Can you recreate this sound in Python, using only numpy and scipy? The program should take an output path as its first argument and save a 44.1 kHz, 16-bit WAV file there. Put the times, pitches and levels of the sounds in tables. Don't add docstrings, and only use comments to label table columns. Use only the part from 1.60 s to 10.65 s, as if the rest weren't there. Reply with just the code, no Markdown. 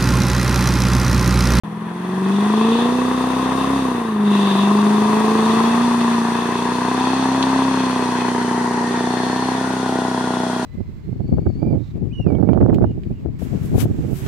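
import sys
import numpy as np
from scipy import signal
from scipy.fft import rfft, irfft, next_fast_len
from scipy.io import wavfile

SR = 44100
rng = np.random.default_rng(int(sys.argv[2]) if len(sys.argv) > 2 else 0)


def file_out(sig):
    cols = np.atleast_2d(sig).T
    lim = np.clip(cols, -1, 1)
    pcm = np.round(lim * 32767).astype(np.int16)
    wavfile.write(sys.argv[1], SR, pcm)


N = 399105
T, HZ = np.arange(N) / SR, np.fft.rfftfreq(N, 1 / SR)

# (time [s], firing rate [Hz])
FIRING_RATE = [(0.0, 161.04), (0.659, 191.15), (1.375, 250.18), (1.893, 258.09), (2.17, 271.32),
               (2.563, 209.33), (2.953, 196.7), (3.139, 206.33), (3.908, 222.26), (4.238, 240.53),
               (4.634, 231.82), (5.202, 247.09), (5.57, 260.89), (6.045, 264.35), (6.488, 247.78),
               (7.263, 240.68), (7.984, 258.12), (9.05, 245.48)]
# (time of minimum [s], easing [s], recovery [s], depth [dB])
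LIFTS = [(2.6, 0.4, 0.16, -9)]
# (time [s], distance [m], how squarely the tail faces us [0-1])
PATH = [(0, 7.3, 0.04), (2.3, 6.35, 0.01), (3.1, 6.54, 0.12), (4.0, 7.44, 0.68), (4.9, 8.5, 0.51),
        (5.5, 10.3, 1), (5.9, 10.4, 1), (6.45, 10.3, 0.91), (7.2, 11.4, 1), (7.8, 10.6, 0.88),
        (9.05, 10.6, 0.84)]

# (time [s], level [dB])
FIRING_TONE = [(0.0, -34), (0.36, -30), (0.7, -17), (1.13, -15.1), (1.18, -18), (2.07, -24.5),
               (2.13, -20.5), (2.46, -24), (2.67, -13.5), (2.89, -17), (3.18, -13.5), (3.66, -17.5),
               (3.99, -16.5), (4.61, -18.5), (4.91, -26.5), (6.0, -18.5), (6.5, -23.5), (7.38, -23),
               (7.56, -25.5), (9.05, -26)]
OCTAVE_TONE = [(0, -44.5), (.68, -24.5), (.85, -36), (1.1, -26), (1.5, -42), (2.2, -44), (2.5, -45),
               (2.62, -29), (3.1, -31), (3.6, -28.5), (3.92, -30), (4.12, -48), (7.0, -42), (9.05, -46)]
# (order [multiple of cycle rate], relative level [dB])
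LOPE_LOW = [(3, -18.5), (5, -8.5), (6, 2), (7, -3)]
LOPE_HIGH = [(9, -14), (10, -8.5), (12, -15.5), (13, -12), (15, -13.5)]
# (frequency [Hz], half width [Hz], gain [dB])
PIPE_MODES = [(212, 21.5, 12.5), (391, 17, 6.5)]
CYLINDERS = [-15, -13, -9.5, -19, -32, 0, -9, -12]
# (nominal frequency [Hz], delay [s], half length [s], downward glide [1/s], relative level [dB])
BLAT_PACKETS = [(937, .0011, 0.0016, 95, 3), (1633, 0.00037, 0.0011, 82, -7.5)]
CHEST_PACKETS = [(380, .0036, .0027, 24, 0)]
PUFF_PACKETS = [(0, .002, .0042, 0, 0)]
# (time [s], frequency factor [1])
PIPE_PITCH = [(0, 1.02), (2.2, 1.05), (4, 1.05), (4.9, 1.0), (7.2, 0.97), (8, .93)]
# (frequency [Hz], gain [dB])
PIPE_RESPONSE = [(450, 20.5), (560, 4), (680, -1), (830, -6.5), (1010, -5), (1150, -5), (1400, -8.5),
                 (1800, -4.5)]
# (frequency [Hz], spectral density [dB])
PUFF_SPECTRUM = [(350, -37), (600, -5), (720, 2), (830, -7), (1020, 5), (1200, 0), (1400, -22), (1850, -11),
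                 (2400, -42)]
# (nominal frequency [Hz], relative level [dB])
SNARL_SPECTRUM = [(430, -8), (490, -4), (540, -8), (620, -1), (680, -.5), (790, -9), (880, 2), (950, 6),
                  (1040, 2), (1150, -5), (1300, -16), (1600, -19)]
# (time [s], level [dB])
SNARL_LEVEL = [(0, -46), (.6, -38), (1.15, -31.5), (1.5, -33.5), (2.2, -33), (2.5, -41), (2.8, -32),
               (3.95, -28), (4.6, -33.5), (5.6, -32), (7.2, -32), (7.7, -36), (9.05, -37)]

# (frequency [Hz], spectral density [dB])
SCRUB_SPECTRUM = [(20, -48), (45, -51), (80, -7), (200, -1), (420, 1), (560, -7), (710, 4.5), (820, 1),
                  (990, 6.5), (1170, 2), (1400, -16), (2200, -29), (5000, -65)]
RASP_SPECTRUM = [(600, -63), (1200, -0.5), (1400, 0.5), (1650, 2), (1900, 2), (2200, -7.5), (3000, -12),
                 (6000, -62)]
# (time [s], relative level [dB])
SCRUB_LEVEL = [(0, -28.5), (.71, -20.5), (1.11, -16.5), (2.13, -15), (2.51, -21), (2.9, -15), (3.97, -12),
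               (4.75, -20.5), (5.6, -19.5), (6.3, -22), (8.1, -24.5), (9.05, -32)]
# (time [s], frequency [Hz], relative level [dB])
HOWL = [(0, 1040, -47), (1.2, 1060, -45), (2.1, 1085, -42), (2.5, 1050, -43), (3, 1000, -34.5),
        (4, 1007, -28.5), (4.8, 986, -30.5), (5.6, 974, -25), (6.3, 943, -29.5), (7.2, 933, -26),
        (7.7, 840, -32), (9.05, 905, -33)]

# (frequency [Hz], spectral density [dB])
RUSH_SPECTRUM = [(1500, -5), (2250, -9), (2480, 2.5), (2800, 3.5), (3030, 3), (3300, 5), (3650, 1),
                 (4050, 2), (4400, -36), (9000, -62)]
HISS_SPECTRUM = [(2500, -4), (4050, 7), (4420, 7.5), (4850, 4.5), (5250, 5), (5600, 4.5), (6000, 5.5),
                 (6450, 4), (6800, 4.5), (7400, 1), (8700, 4), (9800, 3), (11000, 1.5), (11700, -6),
                 (13500, -5.5), (15000, -12.5)]
# (start [s], end [s], rise [s], fall [s], gain [dB])
SURGES = [(.62, 1.3, .15, .08, 2.5), (1, 1.29, .12, .07, 3.3), (2.645, 3.12, .028, .1, 6.3),
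          (3.75, 4.2, .15, .15, 1.8), (5.2, 6.35, .2, .15, 1.5), (6.6, 7.29, .6, .05, -6)]
# (nominal frequency [Hz], width [Hz], relative level [dB],
# extra share of a surge [1], gain when shadowed [dB], gain with the tail facing us [dB])
RUSH_MODES = [(2623, 230, -4.5, -0.34, -11, 1), (3530, 470, -1.5, 0.2, -3, -1),
              (4400, 300, -13, -0.2, -5, 7.5), (6030, 450, -18, -0.6, -12, 7), (6850, 260, -25, -.4, -4, 7)]
# (time [s], frequency factor [1])
RUSH_PITCH = [(0, 0.96), (1.1, 1), (2.7, 1.025), (3.4, 1), (5.5, 0.99), (6.6, .965), (7.6, .99),
              (9.05, .97)]

# (time [s], relative level [dB], time to decay by 60 dB [s])
STONE_BLOWS = [(5.8275, -6.5, .008), (5.8285, -21, .08)]
# (frequency [Hz], relative gain [dB])
BODY_RESPONSE = [(1200, -25), (2600, 0), (3400, 2), (4300, -3), (5500, -16), (9000, -26), (12000, -45)]
# (start [s], end [s], starting frequency [Hz], glide [Hz/s], width [Hz], relative level [dB])
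WHISTLES = [(6.45, 7.4, 1980, -120, 170, -40), (7.05, 8.15, 1885, -112, 36, -36.5),
            (6.45, 7.1, 3130, -150, 260, -44), (7.25, 7.85, 3560, -40, 200, -44),
            (7.42, 8.0, 4350, -20, 170, -40), (7.3, 8.05, 5230, -30, 240, -51),
            (7.45, 8.2, 6020, -50, 260, -51), (7.9, 9.2, 1442, -19, 110, -35.5),
            (8.2, 9.1, 1905, -20, 50, -43), (8.4, 9.1, 3360, -60, 130, -44.5),
            (8.35, 9.1, 5350, -60, 200, -52)]

# (frequency [Hz], correlation [0-1])
COHERENCE = [(100, 1), (400, 0.19), (750, 0.53), (1150, 0.71), (1800, 0.32), (2700, 0.53), (4200, 0.095),
             (6400, 0.21), (8000, 0.66), (9300, 0.99), (10500, 1), (11300, 1), (12400, 1), (13500, 1)]
# (frequency [Hz], left over right [dB])
STEREO_BALANCE = [(60, 1.2), (210, 0.5), (500, -3), (770, 2.5), (1000, 4.5), (1300, 9), (1750, 0.5),
                  (2700, 0), (3500, 0), (4400, 7.5), (5000, 3.5), (6100, 6), (8000, 0), (15000, 0)]
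# (frequency [Hz], left lead [rad])
STEREO_PHASE = [(200, 0), (450, .1), (700, .6), (1100, 0), (1550, -1), (2240, .1), (2580, -.7), (3450, -.5),
                (4400, -1.5), (5200, -1.5), (6000, -2.3), (7000, -3.2), (8000, -4.6), (9300, -6.3),
                (10800, -8.2), (11300, -9.3), (12400, -9.55), (13200, -12.6)]

# (base level [dB], share of the load followed [1], gain with the tail facing us [dB])
BANK, CRANK, LOPE = (-37.5, 0.034, 6.4), (-42, 0, 0), (-31, 0.25, 3.4)
CHEST, BLAT, PUFF = (-30, 0.59, 4.8), (-28, 1.25, 8.5), (-33, 0.9, -3.5)
RASP, RUSH, HISS = (-35.5, 0.53, 6.3), (-39.5, 1, 4.54), (-40.5, 1.2, 7.84)


def amp(db):
    return 10 ** (np.asarray(db) / 20)


def unit(x):
    return x / np.sqrt(np.mean(x ** 2) + 1e-20)


def curves(rows):
    times, *columns = np.transpose(rows)
    return [np.interp(T, times, column) for column in columns]


def read(points, hz):
    f, value = np.transpose(points)
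    return np.interp(np.log(hz + 1), np.log(f + 1), value)


def bump(at_s, half_s):
    return np.exp(-((T - at_s) / half_s) ** 2)


def plateau(start_s, end_s, rise_s, fall_s):
    return np.clip(np.minimum((T - start_s) / rise_s, (end_s - T) / fall_s), 0, 1)


def colour(x, response):
    size = next_fast_len(N + 4096)
    return irfft(rfft(x, size) * response(np.fft.rfftfreq(size, 1 / SR)), size)[..., :N]


def wander(rate_hz):
    return unit(colour(rng.standard_normal(N), lambda f: np.exp(-(f / rate_hz) ** 2)))


def noise(spectrum):
    mid, side = rng.standard_normal((2, N))
    mid = colour(mid, lambda f: amp(read(spectrum, f)) * np.sqrt(1 + read(COHERENCE, f)))
    side = colour(side, lambda f: amp(read(spectrum, f)) * np.sqrt(1 - read(COHERENCE, f)))
    return unit(np.array([mid + side, mid - side]))


def resonate(x, hz, width):
    carrier = np.exp(2j * np.pi * np.cumsum(hz) / SR)
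    r = np.exp(-np.pi * width / SR)
    return unit((carrier * signal.lfilter([(1 - r) ** 2], [1, -2 * r, r * r], x / carrier)).real)


def load_db(spool_s=0.98, unloaded_db=-15.5):
    load = unloaded_db * np.cos(np.pi / 2 * np.minimum(T / spool_s, 1)) ** 2
    for at_s, ease_s, recover_s, db in LIFTS:
        load += np.interp(T, [at_s - ease_s, at_s, at_s + recover_s], [0, db, 0])
    return load


def level_db(layer):
    db, load_share, beam_db = layer
    metres, facing = curves(PATH)
    return db + load_share * load_db() + beam_db * facing - 20 * np.log10(metres / metres[0])


def echoes(x, t60, count=3):
    t = np.arange(SR // 6) / SR
    shape = (count, 2, len(t))
    paths = rng.standard_normal(shape) * (rng.random(shape) < 2000 / SR) * amp(-60 * t / t60)
    shares = np.array([wander(2.3) for _ in paths])
    shares /= np.linalg.norm(shares, axis=0)
    wet = sum(share * signal.oaconvolve(x[None], path, axes=1)[:, :N]
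              for share, path in zip(shares, paths))
    return wet / wet.std(1, keepdims=True) * x.std()


def drone(firings, cruise_hz=262):
    firing_hz = curves(FIRING_RATE)[0]
    angle = 2 * np.pi * (firings + 0.0014 * wander(30))
    tone = amp(curves(FIRING_TONE)[0] + 0.45 * wander(30)) * np.cos(angle)
    octave = amp(curves(OCTAVE_TONE)[0] + 1.3 * wander(7)) * np.sin(-2 * angle + 0.15 * wander(16))
    bank_db = level_db(BANK) + 0.2 * (firing_hz - cruise_hz)
    crank_db = level_db(CRANK) + 0.34 * (firing_hz - cruise_hz)
    lope_db = level_db(LOPE) - 8 * bump(2.47, half_s=0.08)
    cycle = 2 * np.pi * (firings - 5.8) / len(CYLINDERS)
    cycle_hz = firing_hz / len(CYLINDERS)
    throb = amp(bank_db) * np.cos(4 * cycle) + amp(crank_db) * np.cos(2 * cycle)
    for order, db in LOPE_LOW:
        throb += amp((bank_db + lope_db) / 2 + db + wander(4)) * np.cos(order * cycle)
    for order, db in LOPE_HIGH:
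        boom_db = sum(gain / (1 + ((order * cycle_hz - hz) / half) ** 2) for hz, half, gain in PIPE_MODES)
        throb += amp(lope_db + db + boom_db + 1.4 * wander(14)) * np.cos(order * cycle)
    return np.sqrt(2) * (tone + octave + throb)


def pipe_ring(times, sizes, pitch, modes):
    index = np.round(times * SR).astype(int)[:, None] + np.arange(-400, 600)
    packets = 0
    for hz, delay, half_s, glide, db in modes:
        age = index / SR - times[:, None] - delay
        phase = 2 * np.pi * hz * pitch[:, None] * age * (1 - glide * age / 2)
        packets += amp(db) * np.exp(-(age / half_s) ** 2) * np.cos(phase)
    inside = (index >= 0) & (index < N)
    return unit(np.bincount(index[inside], (packets * sizes[:, None])[inside], N))


def barks(firings):
    number = np.arange(1, int(firings[-1]))
    cylinder = number % len(CYLINDERS)
    strength, lateness, detune, bite = rng.standard_normal((len(number), 4)).T
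    scatter = np.where(cylinder == np.argmax(CYLINDERS), 1, 4)
    times = np.interp(number, firings, T) + .00005 * scatter * lateness
    sizes = amp(np.array(CYLINDERS)[cylinder] + 1.3 * scatter ** .25 * strength)
    tuning = 1 + .01 * scatter * detune
    chest_db = level_db(CHEST) - 6.5 * bump(4.39, half_s=0.43)
    chest = amp(chest_db) * pipe_ring(times, sizes, tuning, CHEST_PACKETS)
    blat_pitch = np.interp(times, *np.transpose(PIPE_PITCH)) * tuning * (1 + .025 * bite)
    blat = amp(level_db(BLAT)) * pipe_ring(times, sizes * amp(.9 * bite), blat_pitch, BLAT_PACKETS)
    blat = colour(blat, lambda f: amp(read(PIPE_RESPONSE, f)))
    puff = amp(level_db(PUFF)) * pipe_ring(times, sizes, tuning, PUFF_PACKETS) * noise(PUFF_SPECTRUM)
    return chest + blat + puff + amp(-12) * echoes(chest + blat, t60=.08)


def snarl(firings):
    orders = np.arange(17, 54)
    frame_s = np.arange(0, N + 256, 256) / SR
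    cycle_hz = np.interp(frame_s, *np.transpose(FIRING_RATE)) / len(CYLINDERS)
    pitch = np.interp(frame_s, *np.transpose(PIPE_PITCH))
    chance = rng.standard_normal((2, len(orders), len(frame_s)))
    real, imag = signal.fftconvolve(chance, np.hanning(80)[None, None], "same", axes=2)
    strengths = (real + 1j * imag) * amp(read(SNARL_SPECTRUM, orders[:, None] * cycle_hz / pitch))
    strengths /= np.linalg.norm(strengths, axis=0)
    cycle = 2 * np.pi * (firings + .0065 * wander(40)) / len(CYLINDERS)
    lines = sum((np.interp(T, frame_s, strength) * np.exp(1j * order * cycle)).real
                for order, strength in zip(orders, strengths))
    return amp(curves(SNARL_LEVEL)[0]) * unit(lines)


def tyres(excitation, grip_db):
    howl_hz, howl_db = curves(HOWL)
    scrub = amp(curves(SCRUB_LEVEL)[0] - 11.5 + grip_db) * noise(SCRUB_SPECTRUM)
    howl = amp(howl_db - 2 + 1.2 * wander(25)) * resonate(excitation, howl_hz, width=160)
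    fade_db = np.interp(T, [8.1, 8.3], [0, -4])
    rasp = amp(level_db(RASP) + fade_db + grip_db) * noise(RASP_SPECTRUM)
    return scrub + howl + rasp


def turbo(firings, shadow_s=6.7, top_hz=9500):
    metres, facing = curves(PATH)
    pitch = curves(RUSH_PITCH)[0]
    surge_db = sum(db * plateau(*timing) for *timing, db in SURGES)
    pulse_db = 0.88 * np.cos(2 * np.pi * firings) + 0.63 * wander(110)
    air = noise([(1500, 0.0099), (5000, 0.0089)])
    shadowed = T > shadow_s
    ringing = 0
    for hz, width, db, surge_share, shadow_db, beam_db in RUSH_MODES:
        mode_db = db + surge_share * surge_db + shadow_db * shadowed + beam_db * facing
        ringing += amp(mode_db + .7 * wander(16)) * resonate(air, hz * pitch, width)
    rush_db = level_db(RUSH) + surge_db + 0.96 * wander(14)
    rush = amp(rush_db) * (amp(-4.5) * noise(RUSH_SPECTRUM) + ringing)
    hiss = noise(HISS_SPECTRUM)
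    top = colour(hiss, lambda f: 1 / (1 + (top_hz / (f + 1)) ** 8))
    top_db = -3 - 11 * np.log2(metres / metres[0]) - 0.59 * load_db()
    hiss += (amp(top_db) - 1) * top
    return amp(pulse_db) * (rush + amp(level_db(HISS)) * hiss)


def ground_bounce(x, gain=0.042):
    delay_s = np.interp(T, [0, 6, 9], [.00111, .00114, .00118])
    echo = np.array([np.interp(T - delay_s, T, channel) for channel in x])
    return x + gain * colour(echo, lambda f: np.exp(-(f / 8000) ** 4))


def stone():
    envelope = sum(amp(db - 60 * np.maximum(T - at_s, 0) / t60) * (T >= at_s)
                   for at_s, db, t60 in STONE_BLOWS)
    blow = envelope * noise([(1000, -10), (6000, 2), (12000, -2)])
    return colour(blow, lambda f: amp(read(BODY_RESPONSE, f) + 6))


def whistles(excitation, ease_s=0.15):
    sound = 0
    for start_s, end_s, hz, glide, width, db in WHISTLES:
        swell = amp(db - 1 + 0.41 * wander(15)) * plateau(start_s, end_s, ease_s, ease_s)
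        band = signal.hilbert(resonate(excitation, hz + glide * (T - start_s), width))
        sound += swell * unit(band.real / np.sqrt(abs(band) + 1e-9))
    return sound


def singing_overtone(firings, order=21, start_s=7.5, rise_s=1.4):
    angle = 2 * np.pi * order * firings / len(CYLINDERS) + 0.31 * wander(15)
    fade_in = np.clip((T - start_s) / rise_s, 0, 1)
    return np.sqrt(2) * amp(-35.5 + 2.9 * wander(6)) * fade_in * np.cos(angle)


def scene():
    firings = np.cumsum(curves(FIRING_RATE)[0]) / SR + .45
    tone = drone(firings)
    exhaust = tone + amp(-21) * echoes(tone, t60=.15) + barks(firings) + snarl(firings)
    exhaust += singing_overtone(firings)
    grip_db = 1.14 * wander(26)
    excitation = noise([(300, 0.004), (4000, 0.0067)])
    mix = exhaust + tyres(excitation, grip_db) + whistles(excitation)
    return mix + ground_bounce(turbo(firings)) + stone()


def record(dry, low_cut_hz=44, high_cut_hz=15200, start_s=.035):
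    side = np.array([[.5], [-.5]])
    heard = colour(dry, lambda f: amp(side * read(STEREO_BALANCE, f))
                   * np.exp(1j * side * read(STEREO_PHASE, f)))
    heard = colour(heard, lambda f: 1 / np.sqrt(1 + (low_cut_hz / (f + 1)) ** 6))
    heard *= np.clip((T - start_s) / 0.00069, 0, 1)
    low_pass = signal.firwin(511, high_cut_hz, window=("kaiser", 9), fs=SR)
    return signal.oaconvolve(heard, low_pass[None], "same")


dry = scene()
out = record(dry)
file_out(out)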